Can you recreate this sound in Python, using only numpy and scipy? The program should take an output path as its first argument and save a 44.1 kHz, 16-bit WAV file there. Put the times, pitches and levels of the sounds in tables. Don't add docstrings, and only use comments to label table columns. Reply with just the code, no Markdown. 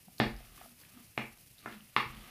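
import sys
import numpy as np
from scipy import signal
from scipy.fft import rfft, irfft
from scipy.io import wavfile

SR = 44100
rng = np.random.default_rng(int(sys.argv[2]) if len(sys.argv) > 2 else 0)


def to_wav(sig):
    pcm = np.clip(np.atleast_2d(sig), -1, 1) * 32767
    pcm = np.round(pcm).astype(np.int16)
    wavfile.write(sys.argv[1], SR, pcm.T)


N = 101429
T = np.arange(N) / SR


def from_db(db):
    return 10 ** (np.asarray(db) / 20)


def rms_one(x):
    return x / np.sqrt(np.mean(x ** 2) + 1e-20)


def level(rows):
    return from_db(np.interp(T, *np.transpose(rows)))


def at_hz(points, hz):
    f, v = np.transpose(points)
    return np.interp(np.log(np.maximum(hz, 1)), np.log(f), v)


def colour(x, points):
    gain = from_db(at_hz(points, np.fft.rfftfreq(len(x), 1 / SR)))
    return irfft(rfft(x) * gain, len(x))


def click(s, db):
    x = np.full(N, 1e-18)
    x[int(np.clip(s * SR, 0, N - 1))] = from_db(db)
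    return x


def lowpass(x, hz, order):
    return signal.sosfilt(signal.butter(order, min(hz, SR / 2 - 1), fs=SR, output="sos"), x)


def resonate(x, hz, q):
    return signal.lfilter(*signal.iirpeak(hz, q, fs=SR), x)


def bell(x, hz, db, q):
    b, a = signal.iirpeak(hz, q, fs=SR)
    b = a + (from_db(abs(db)) - 1) * b
    return signal.lfilter(b, a, x) if db > 0 else signal.lfilter(a, b, x)


def grains(per_s):
    spread_db = 0.5
    sizes = from_db(spread_db * np.minimum(rng.exponential(1, N), 4))
    signs = rng.choice([-1, 1], N)
    return sizes * signs * (rng.random(N) < per_s / SR)


def hiss():
    # (frequency [Hz], gain [dB])
    hiss_spectrum = [(20, -3.5), (48, 9.5), (80, 12), (125, 16), (200, 8), (330, -0.5), (600, -4),
                     (1300, -12), (2000, -5.5), (2600, 1), (3500, -6), (5000, -1.5), (7500, -5), (10000, 1),
                     (13000, 0.5), (14200, -3), (15300, -2)]
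    hiss_db, waver_db, waver_hz = -60, 1.47, 22
    waver = rms_one(lowpass(rng.standard_normal(N), waver_hz, order=2))
    noise = rms_one(colour(rng.standard_normal(N), hiss_spectrum))
    return from_db(hiss_db + waver_db * waver) * noise


def squelch():
    # (time [s], level [dB])
    squelch_level = [(0, -66.5), (0.16, -78), (0.36, -60.5), (0.45, -60), (0.51, -64.5), (0.61, -56),
                     (0.68, -70.5), (0.76, -70), (0.84, -61), (0.91, -66), (0.98, -59.5), (1.1, -69.5),
                     (1.38, -68), (1.53, -72.5), (1.72, -50), (1.82, -67.5), (1.92, -63.5), (2.13, -54.5),
                     (2.3, -55)]
    # (frequency [Hz], gain [dB])
    curd_spectrum = [(300, -1.5), (700, -5), (1200, -5.5), (2000, -0.5), (3200, -1.5), (5000, -12.5),
                     (7500, -24), (15000, -23.5)]
    grains_per_s = 1400
    return level(squelch_level) * rms_one(colour(grains(grains_per_s), curd_spectrum))


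def rub():
    # (time [s], level [dB])
    rub_level = [(0, -88.5), (0.3, -63), (0.41, -69), (0.5, -65), (0.58, -61.5), (0.65, -58), (0.76, -84),
                 (0.9, -69.5), (0.99, -63), (1.08, -78), (1.56, -93), (1.65, -53), (1.9, -79.5), (2.1, -60),
                 (2.3, -57)]
    # (frequency [Hz], level [dB], Q [-])
    rub_modes = [(221, 4, 4.7), (335, -4, 11), (714, -1, 13), (1213, 0.5, 10.2)]
    slips_per_s = 2100
    slips = grains(slips_per_s)
    scrape = sum(from_db(db) * resonate(slips, hz, q) for hz, db, q in rub_modes)
    return level(rub_level) * rms_one(scrape)


def smacks():
    # (time [s], impulse level [dB], frequency [Hz])
    smack_rows = [(0.083, -9.5, 740), (0.183, -13.5, 4360), (0.365, -21, 4970), (0.405, -9, 688),
                  (0.578, -11, 1160), (0.613, -1.5, 730), (0.616, -11, 1268), (0.659, -6, 677),
                  (0.803, -25, 4785), (0.814, -25, 4630), (0.836, -17.5, 1760), (0.85, -19, 2480),
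                  (0.974, -17, 1210), (1.386, -32.5, 4930), (1.583, -18, 3780), (1.591, -21.5, 4350),
                  (1.807, -16.5, 2900)]
    ring_q, swell_q = 10.5, 0.67
    return sum(resonate(resonate(click(s, db), hz, ring_q), hz, swell_q) for s, db, hz in smack_rows)


def groans():
    # (centre time [s], length as Gaussian sigma [s],
    # pitch at the centre before jitter [Hz], level before roughness [dB])
    groan_rows = [(0.087, 0.0091, 204.5, -50.5), (0.68, 0.046, 243, -60.5), (0.99, 0.0242, 243, -53),
                  (1.77, 0.046, 219, -52.5), (2.17, 0.0417, 210.8, -54.5)]
    sag_hz_per_s, jitter_hz, roughness = 90, 10.2, 0.54
    jitter, rough = (rms_one(lowpass(v, 35.3, order=2)) for v in rng.standard_normal((2, N)))
    out = 0
    for s, length, hz, db in groan_rows:
        pitch = hz - sag_hz_per_s * (T - s) + jitter_hz * jitter
        swell = from_db(db) * np.exp(-.5 * ((T - s) / length) ** 2)
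        out = out + swell * np.sin(2 * np.pi * np.cumsum(pitch) / SR)
    return out * (1 + roughness * rough)


def fizz():
    # (centre time [s], peak level [dB], length as Gaussian sigma [s])
    swarms = [(0.192, -51, 0.0073), (0.563, -59, .015), (0.652, -58, 0.049), (0.808, -56.5, 0.014),
              (0.898, -58, 0.0074), (1.004, -63, 0.018), (1.076, -65, 0.0097), (1.377, -58.5, .006)]
    # (frequency [Hz], gain [dB])
    fizz_spectrum = [(2000, -11), (5000, -8.5), (7500, -13), (10500, -6), (13000, -7.5), (15000, -8.5)]
    clicks_per_s = 1300
    swell = sum(from_db(db) * np.exp(-.5 * ((T - s) / length) ** 2) for s, db, length in swarms)
    return swell * rms_one(colour(grains(clicks_per_s), fizz_spectrum))


def knocks():
    # (time [s], level [dB], thump [dB], wall ring [Hz], ring gain [dB],
    # overtone [Hz], overtone gain [dB], dull band [Hz], dull band gain [dB], contact cut-off [Hz],
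    # rebound delay [s], rebound [dB], room feed [dB], worktop feed [dB])
    knock_rows = [(0.1998, 8, 11.5, 740, 6, 1805, 8, 2700, -6, 4444, 0.0028, -23, -1.5, 6),
                  (1.1766, 5.5, -2, 700, 5, 2340, 7, 3330, -7.5, 3348, 0.00096, -19.5, -3.5, 3.5),
                  (1.6587, -3.5, -6.5, 1370, 8.5, 1580, 6, 970, 4.5, 2037, 0.002856, -6, -2, 6.5),
                  (1.9636, 8.5, -22, 1121, 18.5, 2040, 10, 604, -11, 4096, 0.0022, -11, -2, 5)]
    thump_hz, ring_q, overtone_q, dull_q = 280, 10.2, 10.4, 6.6
    crack_db = -35
    room_share = 0.76
    direct = room = table = crack = 0
    for (s, db, thump_db, ring_hz, ring_db, over_hz, over_db, dull_hz, dull_db, cut_hz,
         rebound_s, rebound_db, room_db, table_db) in knock_rows:
        tap = click(s, db) + click(s + rebound_s, db + rebound_db)
        force = tap + from_db(thump_db) * lowpass(tap, thump_hz, order=1)
        force = lowpass(bell(force, ring_hz, ring_db, ring_q), cut_hz, order=5)
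        near = bell(force, over_hz, over_db, overtone_q)
        near = bell(near, dull_hz, dull_db, dull_q)
        spread = bell(force, over_hz, room_share * over_db, overtone_q)
        spread = bell(spread, dull_hz, room_share * dull_db, dull_q)
        direct = direct + near
        crack = crack + from_db(crack_db) * tap
        room = room + from_db(room_db) * spread
        table = table + from_db(table_db) * spread
    return bowl(direct) + crack, bowl(room) + crack, table


def bowl(force):
    # (frequency [Hz], level [dB], Q [-])
    bowl_modes = [(214, -1.5, 2.5), (447, 1, 3.9), (789, -0.5, 3.12), (1238, 1.5, 7.6), (1434, -2.5, 4.2),
                  (1727, 0.5, 5.1), (2160, 2, 4.8), (2450, 2, 4.68), (2864, 4, 21), (3360, 0.5, 30),
                  (3740, -4, 10.6), (4570, -6.5, 10.4), (5200, -8.5, 10.2)]
    return sum((-1) ** k * from_db(db) * resonate(force, hz, q)
               for k, (hz, db, q) in enumerate(bowl_modes))


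def worktop(x):
    # (frequency [Hz], level relative to the other modes [dB], decay by 60 dB [s])
    worktop_modes = [(126.64, -52, .33), (218, -47.5, 0.29), (239.2, -51.5, 0.31), (338.3, -54.5, 0.29),
                     (435, -71.5, 0.3), (586, -57, 0.31), (699, -68, 0.43), (827, -53, 0.23),
                     (866, -63, 0.43), (1197, -59, 0.13), (1214, -72, .3)]
    out = 0
    for k, (hz, db, t60) in enumerate(worktop_modes):
        r = np.exp(-np.log(1000) / (t60 * SR))
        w = 2 * np.pi * hz / SR
        ring = signal.lfilter([1, -r * np.cos(w)], [1, -2 * r * np.cos(w), r * r], x)
        out = out + (-1) ** k * from_db(db) * ring
    return from_db(-3) * out


def kitchen(x):
    # (frequency [Hz], time [s])
    room_t60 = [(100, 0.55), (300, 0.26), (1000, 0.33), (2500, .31), (5000, 0.3), (12000, 0.6)]
    # (frequency [Hz], gain [dB])
    room_colour = [(40, 18), (80, -9), (170, -10), (300, 5), (600, -2.5), (1100, 0.5), (2200, 4),
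                   (3200, 1.5), (5000, 7), (15000, 1)]
    # (frequency [Hz], time [s])
    room_build = [(100, 0.011), (400, 0.0038), (1200, 0.0081), (4000, 0.0014)]
    gap_s = 0.0016
    t = T[:SR // 2]
    hz = np.fft.rfftfreq(len(t), 1 / SR)
    white = rfft(rng.standard_normal(len(t)))
    edges, tail = np.geomspace(25, 20000, 21), 0
    for low, high in zip(edges, edges[1:]):
        centre = np.sqrt(low * high)
        onset = 1 - np.exp(-np.maximum(t - gap_s, 0) / at_hz(room_build, centre))
        decay = from_db(-60 * t / at_hz(room_t60, centre))
        band = irfft(white * ((hz >= low) & (hz < high)), len(t)) * onset * decay
        even = np.sqrt(2 * (high - low) / SR / np.sum(band ** 2))
        tail = tail + band * even * from_db(at_hz(room_colour, centre))
    return signal.fftconvolve(x, tail)[:N]


def bumps():
    # (time [s], impulse level [dB], cut-off [Hz])
    bump_rows = [(0.226, 6.5, 192), (0.264, 9, 123), (2.059, 2.5, 134), (2.097, -2, 123.4)]
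    x = sum(lowpass(click(s, db), hz, order=3) for s, db, hz in bump_rows)
    return signal.sosfilt(signal.butter(2, 65, "high", fs=SR, output="sos"), x)


def scene():
    stir = from_db(-3.5) * (squelch() + rub())
    smack, bump = smacks(), bumps()
    knock, to_room, to_table = knocks()
    bump_room_db, smack_room_db, stir_room_db, bump_table_db = 1.5, -7.5, -13.5, 6.5
    to_room = to_room + from_db(bump_room_db) * bump
    to_room = to_room + from_db(smack_room_db) * smack + from_db(stir_room_db) * stir
    table = worktop(to_table + from_db(bump_table_db) * bump)
    direct = knock + bump + smack + stir + groans() + fizz()
    return (direct + kitchen(to_room) + table + hiss())[None]


def record(dry):
    return signal.sosfilt(signal.ellip(12, .1, 70, 15350, fs=SR, output="sos"), dry)


dry = scene()
out = record(dry)
to_wav(out)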